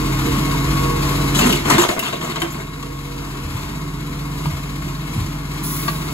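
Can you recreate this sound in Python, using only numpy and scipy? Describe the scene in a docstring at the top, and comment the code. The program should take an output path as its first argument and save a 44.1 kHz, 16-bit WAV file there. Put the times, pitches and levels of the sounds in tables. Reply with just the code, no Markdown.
"""Refuse truck at the kerb

A six-cylinder diesel runs at fast idle, driving a hydraulic pump that hums and whines. The side arm
lifts a plastic bin; rubbish tumbles into the steel hopper, ringing its plates, and bottles clink. The
arm sets the bin down and folds against its stops, and the brakes vent a jet of air.
Heard from the street, a few metres off, on a hand-held phone with two microphone ports."""
import sys
import numpy as np
from scipy import signal
from scipy.fft import rfft, irfft, next_fast_len
from scipy.io import wavfile
from scipy.ndimage import uniform_filter1d

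SR = 44100
rng = np.random.default_rng(int(sys.argv[2]) if len(sys.argv) > 2 else 0)


def bounce(signal):
    """Save signal as a 16-bit WAV file at the path given by the first command-line argument."""
    frames = np.transpose(np.atleast_2d(signal))
    limited = np.clip(frames, -1, 1)
    pcm = np.round(limited * 32767).astype(np.int16)
    wavfile.write(sys.argv[1], SR, pcm)


N = 270333

# modes of the steel hopper: f/Hz, level/dB, t60/s
HOPPER_MODES = [(237, 0, .15), (340, -4, .15), (650, -2, .06), (720, -3, .05), (1080, -4, .05),
                (1250, -6, .04), (1550, -5, .04), (1850, -5, .04), (2200, -8, .05), (2720, -5, .05),
                (2950, -7, .04), (3150, -6, .04), (3450, -6, .04), (3880, -8, .05), (4350, -8, .04)]
BLUNT_DB_PER_OCT, SHARP_DB_PER_OCT = 5.3, 90  # how closely a blow keeps to its pitch


def undb(db):
    """Decibels to amplitude."""
    return 10 ** (np.asarray(db) / 20)


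def unit(x):
    """Scale to rms 1."""
    return x / np.sqrt(np.mean(x ** 2))


def curves(table):
    """Columns of a table joined by straight lines in time."""
    s, *columns = np.transpose(table)
    return [np.interp(np.arange(N) / SR, s, c) for c in columns]


def swell(start_s, rise_s, length_s, t60):
    """Rise, hold until length_s, then die away."""
    t = np.arange(N) / SR - start_s
    return np.clip(t / rise_s, 0, 1) * undb(-60 * np.maximum(t - length_s, 0) / t60)


def colour(x, points):
    """Filter x through (f/Hz, gain/dB) points, steeply closed beyond the ends; rms 1."""
    hz, db = np.transpose(points)
    size = next_fast_len(N)
    f = np.maximum(np.fft.rfftfreq(size, 1 / SR), 1)
    skirt_db = -24 * (np.maximum(np.log2(hz[0] / f), 0) + np.maximum(np.log2(f / hz[-1]), 0))
    gain = undb(np.interp(np.log(f), np.log(hz), db) + skirt_db)
    return unit(irfft(rfft(x, size) * gain, size)[:N])


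def ring(x, hz, t60):
    """One decaying mode driven by x."""
    r, w = np.exp(-np.log(1000) / (max(t60, .005) * SR)), 2 * np.pi * hz / SR
    return signal.lfilter([0, np.sin(w)], [1, -2 * r * np.cos(w), r * r], x)


def walk(rate):
    """Random levels held 1 / rate s and slewed twice; spread near 1."""
    k = int(SR / rate)
    steps = np.repeat(rng.standard_normal(N // k + 1), k)
    return 1.3 * uniform_filter1d(uniform_filter1d(steps, k), k)[:N]


def grains(per_s, spread_db):
    """Random clicks of very unequal size."""
    hits = rng.random(N) < per_s / SR
    return hits * rng.standard_normal(N) * undb(spread_db * rng.exponential(size=N))


def tones(cycles, partials, waver_db):
    """Sines (multiple, level/dB) locked to a cycle count, wavering in level and a little in phase."""
    return sum(np.sqrt(2) * undb(db + waver_db * walk(9))
               * np.sin(2 * np.pi * k * cycles + 0.37 * np.sqrt(k) * walk(12) + k) for k, db in partials)


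def blows(events, modes, rattle_s, detune, focus_db, crack_db):
    """Each blow is a short rattle that cracks and rings the modes near its pitch, never twice alike."""
    out, t = np.zeros(N + SR), np.arange(SR // 4) / SR
    for s, db, centre_hz in events:
        push = rng.standard_normal(len(t)) * np.minimum(t / (.1 * rattle_s), 1)
        push *= np.exp(-(t / rattle_s) ** 2)
        # steel walls and road throw the crack back
        tail = np.minimum(t / rattle_s, 1) * undb(-14 - 60 * t / .3) * rng.standard_normal(len(t))
        chance = rng.standard_normal((len(modes), 2)) * [3, detune]
        body = sum(undb(mode_db + chance_db - focus_db * abs(np.log2(hz / centre_hz)))
                   * ring(push, hz * (1 + shift), t60)
                   for (hz, mode_db, t60), (chance_db, shift) in zip(modes, chance))
        band = signal.butter(2, [0.46 * centre_hz, min(2.2 * centre_hz, 15500)], "band", fs=SR)
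        crack = undb(crack_db) * signal.lfilter(*band, push + tail)
        out[int(s * SR):][:len(t)] += undb(db) * (1.06 * body / np.abs(body).max() + crack)
    return out[:N]


def exhaust_and_fan(firings, bass_db):
    """The exhaust's firing note and overtones, with the fan droning near three times the firing rate."""
    orders = [2, 4, 5, 6]  # exhaust overtones: multiple of the firing rate
    orders_db = [-21, -13.5, -20, -8.5]  # their level/dB re the fan
    firing_note = undb(-2.5 + bass_db) * tones(firings, [(0.99, 0)], waver_db=0.39)
    fan = tones(firings, [(2.966, 0)], waver_db=0.99)
    overtones = tones(firings, zip(orders, orders_db), waver_db=1.3)
    return firing_note + undb(0.72 * bass_db) * (fan + overtones)


def hydraulic_pump(firings, tick):
    """The engine-driven pump hums and whines louder under pressure, at each stroke of the arm."""
    # strokes: t/s, length/s, then level/dB re engine of hum, octave, third harmonic, whine
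    strokes = [(-.1, 0.43, -19, -7, -21, -9), (.32, 0.92, -10.5, -14, -17.5, -8),
               (2.1, 0.64, -4, -21, -23, -10), (2.75, 0.71, -17, -15, -17.5, -9.5),
               (3.65, 1, -4, -35, -26, -17), (4.7, 0.64, -2, -16, -39, -14),
               (5.4, 0.52, -4, -32, -36, -12.5), (5.8, .4, -8.5, -27, -39, -18)]
    rest_db, pump_order = -26.5, 3.378  # pump cycles per firing
    hum, octave, third, whine = undb(rest_db) + sum(
        undb(db)[:, None] * swell(s, 0.11, length_s, t60=0.62) for s, length_s, *db in strokes)
    cycles = pump_order * firings
    pump = hum * tones(cycles, [(1, 0), (4, -17)], waver_db=1.3)
    pump += octave * tones(firings, [(2 * pump_order, 0)], waver_db=0.89)
    pump += third * tones(firings, [(3 * pump_order, 0)], waver_db=4.0)
    # hydraulic whine, thin whine of the pump drive and a ping all throb with the crankshaft
    for hz, gain, throb_db in ((1097, whine, 4), (2163, undb(-16.5), 12), (3898, undb(-19), 16)):
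        throb = unit(undb(throb_db * tick + 2.5 * walk(9)))
        phase = 2 * np.pi * hz * np.cumsum(1 + .0035 * walk(15)) / SR
        pump += gain * throb * np.sqrt(2) * np.sin(phase)
    return pump


def engine_roar(firings, tick, bass_db):
    """Broad noise, rumbling below; its treble is the clatter of the block, nudged by every firing."""
    spectrum = [(40, -30), (70, -0.5), (110, -5.5), (200, -3.5), (350, -7.5), (500, -17.5), (570, -48),
                (850, -10.5), (1400, -11.5), (1800, -12.5), (3300, -16.5), (5500, -22.5), (9200, -27),
                (12000, -25), (16000, -36)]  # roar: f/Hz, density/dB
    block_modes = [(1000, 500, -10, 2), (2550, 250, -16, 10), (6900, 500, -21, 5), (660, 60, -14, 1),
                   (1060, 160, -8, 3), (2162, 45, -14, 7), (4300, 300, -17.5, 10), (4850, 200, -23, 10)]  # engine block: f/Hz, width/Hz, level/dB re roar, swell on the tick/dB
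    nudge = undb(.8 * np.cos(2 * np.pi * firings) + 1.2 * walk(12))
    noise = colour(rng.standard_normal(N), spectrum)
    rumble, low = (signal.sosfiltfilt(signal.butter(2, edge_hz, fs=SR, output="sos"), noise)
                   for edge_hz in (130, 1800))
    middle = (low - rumble) * undb(1.03 * walk(12))
    clatter = (noise - low) * unit(undb(3.5 * tick)) * nudge
    roar = undb(3 + bass_db) * rumble + middle + clatter
    for hz, width_hz, db, swell_db in block_modes:
        drive = rng.standard_normal(N) * undb(swell_db * tick) * nudge
        roar += undb(db) * unit(ring(drive, hz, t60=np.log(1000) / np.pi / width_hz))
    return roar


def diesel():
    """Exhaust, fan, pump and block keep time with one crankshaft, three firings to the turn."""
    # the engine's sound drops back after the rubbish crashes down, and its bass returns slowly: t/s, level/dB,
    # bass/dB re level
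    loudness = [(0, -25, 1.5), (.3, -22.5, -2.5), (1.4, -22.5, 0), (1.6, -26.5, -2.5), (1.75, -24, -7),
                (1.9, -30, -22), (2.3, -30, -10), (2.7, -34.5, -0.5), (3.2, -32, 1), (3.6, -31, -1.5),
                (4.2, -31, 1), (5.0, -31.5, 1), (5.6, -30.5, 0.5), (6.13, -28, -3)]
    firing_rate = [(0, 45.6), (.45, 46.4), (.75, 46.9), (1.35, 47.55), (1.8, 47.7), (2.55, 47.2),
                   (3.15, 46.95), (3.5, 46.2), (3.63, 48.35), (4.05, 47.85), (4.95, 47.4), (5.1, 48),
                   (5.5, 47.45), (6.13, 47.6)]  # fast idle: t/s, f/Hz
    level_db, bass_db = curves(loudness)
    firings = np.cumsum(curves(firing_rate)[0]) / SR
    # one knock a turn stands out and dies away before the next; one of them starts at tick_s
    tick_s = 3.808
    turn = (firings - firings[int(tick_s * SR)]) / 3 % 1
    tick = np.minimum(turn / .14, 1) * np.exp(-(turn / .4) ** 2)
    tonal = exhaust_and_fan(firings, bass_db) + hydraulic_pump(firings, tick)
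    return undb(level_db) * (tonal + engine_roar(firings, tick, bass_db))


def bin_thuds():
    """Soft blows of arm and bin: a low damped swing that takes half a cycle to build."""
    thuds = [(.288, -12, 58, 0.17), (.375, -13.5, 206, 0.13), (.655, -12, 56, 0.31),
             (1.455, -11, 238, 0.21), (1.698, -22, 203, .1), (2.426, -27.5, 335.3, 0.5),
             (3.448, -18, 78, 0.24), (3.551, -8.5, 114, 0.054), (4.465, -10.5, 150, 0.11),
             (4.52, -16.5, 82, 0.19), (5.16, -16.5, 205, 0.098), (5.176, -10, 103.5, 0.15),
             (5.21, -10.5, 97, 0.12)]  # dull blows: t/s, level/dB, f/Hz, t60/s
    out, t = np.zeros(N + SR), np.arange(SR // 2) / SR
    for s, db, hz, t60 in thuds:
        envelope = undb(db - 60 * t / t60) * np.minimum(2 * hz * t, 1)
        out[int(s * SR):][:len(t)] -= envelope * np.sin(2 * np.pi * hz * t)
    return out[:N]


def sliding_rubbish(glass_modes):
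    """A dense patter of paper, cans and plastic: grains over a scrape, ringing the hopper plates."""
    # sliding heaps: t/s, length/s, level/dB, then hopper boom/dB, rustle/dB, clinks/dB re that level
    heaps = [(1.345, 0.05, -22, 1.5, -2.5, -1), (1.405, 0.067, -16.5, -0.5, -8.5, -3),
             (1.489, 0.08, -29.5, 6, -1, 6.5), (1.65, 0.061, -17.5, -5, -17, -22),
             (1.698, 0.056, -15, -2.5, -11, -3.5), (1.779, 0.061, -15.5, -23, -6.5, -4),
             (1.883, 0.038, -22, -8.5, -8.5, -7), (1.962, 0.032, -26.5, -2.5, -30, -18),
             (2.023, 0.064, -24.5, -15, -8.5, -2.5), (2.125, 0.018, -36, -3, -2, 9.5),
             (2.21, 0.064, -29, -11, -10.5, -3), (2.295, 0.02, -26.5, -3, -9, -4),
             (2.358, 0.015, -25, -24, -18, -4), (2.415, 0.034, -26.5, -7, -12, -12),
             (2.517, 0.11, -35, 0, -11, -7)]
    slide_spectrum = [(400, -66), (700, 6), (1100, 6.5), (2200, 5.5), (2700, 0.5), (3400, -29), (4600, -14),
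                      (5500, -67)]  # scrape: f/Hz, density/dB
    flow, boom_gain, rustle_gain, clink_gain = sum(
        undb(db + np.array([0, *re_db]))[:, None] * swell(s, .004, length_s, t60=.15)
        for s, length_s, db, *re_db in heaps)
    patter = unit(grains(900, 2.2)) + .6 * rng.standard_normal(N)
    plates = sum(undb(db + 6 * walk(25)) * unit(ring(patter, hz, .4 * t60))
                 for hz, db, t60 in HOPPER_MODES[2:9])
    # small hard pieces briefly find the high modes
    clinks = sum(undb(db) * unit(ring(grains(250, 1.8), hz, .35 * t60))
                 for hz, db, t60 in HOPPER_MODES[9:])
    tumble = unit(grains(200, 1.2)) + .8 * rng.standard_normal(N)
    boom = colour(tumble, [(120, -1.0), (230, 3.0), (340, -2.5), (450, -4.5)])
    hiss = undb(2.5 * walk(40)) * rng.standard_normal(N)
    crackle = 0.27 * patter + 0.22 * unit(grains(150, 2)) + hiss
    rustle = colour(crackle, [(5000, 7.5), (7000, 9.5), (9500, 5.5), (12000, 3.0), (16000, -6)])
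    tinkle = sum(undb(db) * unit(ring(grains(90, 1.5), hz, t60)) for hz, db, t60 in glass_modes)
    rustle += undb(-9.5) * unit(tinkle)
    slide = colour(patter, slide_spectrum) + 0.65 * unit(plates)
    return flow * slide + clink_gain * unit(clinks) + boom_gain * boom + rustle_gain * rustle


def hopper_clinks():
    """Cans and bottles each find one high mode of the hopper."""
    clinks = [(1.353, -11.5, 3890), (1.417, -9, 2700), (1.5, -11, 3150), (1.525, -4.5, 2900),
              (1.575, -16.5, 2200), (1.735, -20, 4350), (1.992, -11.5, 2750), (2.065, -19, 2720),
              (2.305, -27, 4350), (2.418, -16, 3000)]  # sharp hits: t/s, level/dB, near f/Hz
    return blows(clinks, HOPPER_MODES, .008, detune=0.0036, focus_db=SHARP_DB_PER_OCT, crack_db=-7.5)


def bottle_clinks(glass_modes):
    """Bottles strike one another and ring high."""
    clinks = [(1.385, -15, 6950), (1.39, -22, 11750), (1.465, -19, 10050), (1.52, -23, 11750),
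              (1.783, -16, 6950), (1.815, -15, 7400), (2.028, -27, 7400), (2.238, -28, 7400),
              (2.4, -24, 6950), (2.415, -26, 10050), (2.503, -30.5, 7400), (2.52, -32, 11750)]  # glass on glass: t/s, level/dB, near f/Hz
    return blows(clinks, glass_modes, .014, detune=0.0116, focus_db=SHARP_DB_PER_OCT / 2, crack_db=-4.5)


def hopper_knocks():
    """Blunt pieces strike the hopper and ring many of its modes at once."""
    knocks = [(1.39, -5.5, 1485), (1.464, -20, 1110), (1.531, -19, 3170), (1.654, -17, 1600),
              (1.7, -6.5, 3700), (1.781, -3, 1040), (1.819, -17, 1148), (1.889, -9.5, 1530),
              (1.992, -16.5, 9500), (2.028, -18, 1080), (2.082, -22, 1100), (2.127, -17, 1090),
              (2.211, -19.5, 1290), (2.298, -26, 1800), (2.358, -16.5, 2000), (2.418, -11, 1110)]  # hits on steel: t/s, level/dB, strongest near f/Hz
    return blows(knocks, HOPPER_MODES, .008, detune=0.025, focus_db=BLUNT_DB_PER_OCT, crack_db=2.0)


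def arm_stops():
    """The arm knocks against its stops and rings briefly."""
    arm_modes = [(980, -2, .03), (1150, 1, .04), (1650, -5, .04), (1900, -5, .03), (2200, -3, .025),
                 (2750, -4, .025), (3300, -4, .025), (4050, -3, .02), (4400, -4, .02)]  # side arm: f/Hz, level/dB, t60/s
    stops = [(2.826, -21, 2600, .01), (4.4565, -14, 1300, .003), (4.4598, -21, 7000, .002),
             (5.8795, -7, 1250, .012)]  # knocks: t/s, level/dB, strongest near f/Hz, rattle/s
    return sum(blows([stop], arm_modes, rattle_s, detune=0.012, focus_db=BLUNT_DB_PER_OCT, crack_db=-4)
               for *stop, rattle_s in stops)


def brake_air():
    """The brakes vent a bright, fluttering jet of air."""
    spectrum = [(3000, -10), (6000, -4), (8000, -9.5), (10800, 2.5), (13000, -6), (16000, -0.5)]  # air jet: f/Hz, density/dB
    envelope = swell(start_s=5.625, rise_s=0.016, length_s=0.13, t60=1.17)
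    return envelope * undb(-26 + walk(21)) * colour(rng.standard_normal(N), spectrum)


def right_port(left):
    """The far port hears the truck round the phone, mixed with scatter from road and cab."""
    response = [(0, 0, 0, .99), (170, .8, 0, .995), (300, 3.5, -.25, .96), (430, 5.5, -1, .8),
                (560, 1, -2.8, .65), (700, -5, -1.4, .6), (775, -7.5, -3.2, .55), (1000, -5.5, -6.3, .9),
                (1300, -6, -7.1, .85), (1700, -6, -9, .65), (2200, -6, -10.2, .55), (3000, -3.5, -9.2, .6),
                (3900, -3, -7.6, .6), (5500, -1, -9.4, .6), (7000, 0, -6.3, .93), (22050, 0, 15.2, .7)]  # right port re left: f/Hz, gain/dB, phase/rad, direct share (0-1)
    scatter_t60_s, drift_rad = 0.19, 2.5
    size = next_fast_len(N)
    scatter = rfft(rng.standard_normal(N) * undb(-60 * np.arange(N) / SR / scatter_t60_s), size)
    hz, *columns = np.transpose(response)
    gain_db, phase, direct = (np.interp(np.fft.rfftfreq(size, 1 / SR), hz, c) for c in columns)
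    heard = rfft(left, size) * undb(gain_db)
    straight = irfft(heard * direct * np.exp(1j * phase), size)[:N]
    stray = heard * np.sqrt(1 - direct ** 2) * scatter / np.abs(scatter)
    in_phase, quadrature = (irfft(path, size)[:N] for path in (stray, 1j * stray))
    drift = drift_rad * walk(5)  # the phone is hand-held, so the scattered paths keep shifting
    return straight + np.cos(drift) * in_phase + np.sin(drift) * quadrature


def scene():
    """The truck from a few metres off, with the left port facing it."""
    glass_modes = [(6500, -2, .05), (6950, 0, .06), (7400, -1, .06), (10050, -3, .05), (11750, -4, .05)]  # bottles and tins: f/Hz, level/dB, t60/s
    left = diesel() + sliding_rubbish(glass_modes) + hopper_knocks() + bin_thuds() + brake_air()
    left += hopper_clinks() + bottle_clinks(glass_modes) + arm_stops()
    return np.array([left, right_port(left)])


def record(dry):
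    """The phone rounds the loudest peaks and cuts the top."""
    top_hz = 15650
    rounded = np.tanh(1.1 * dry) / 1.1
    return signal.sosfilt(signal.ellip(10, .2, 70, top_hz, fs=SR, output="sos"), rounded)


dry = scene()
out = record(dry)
bounce(out)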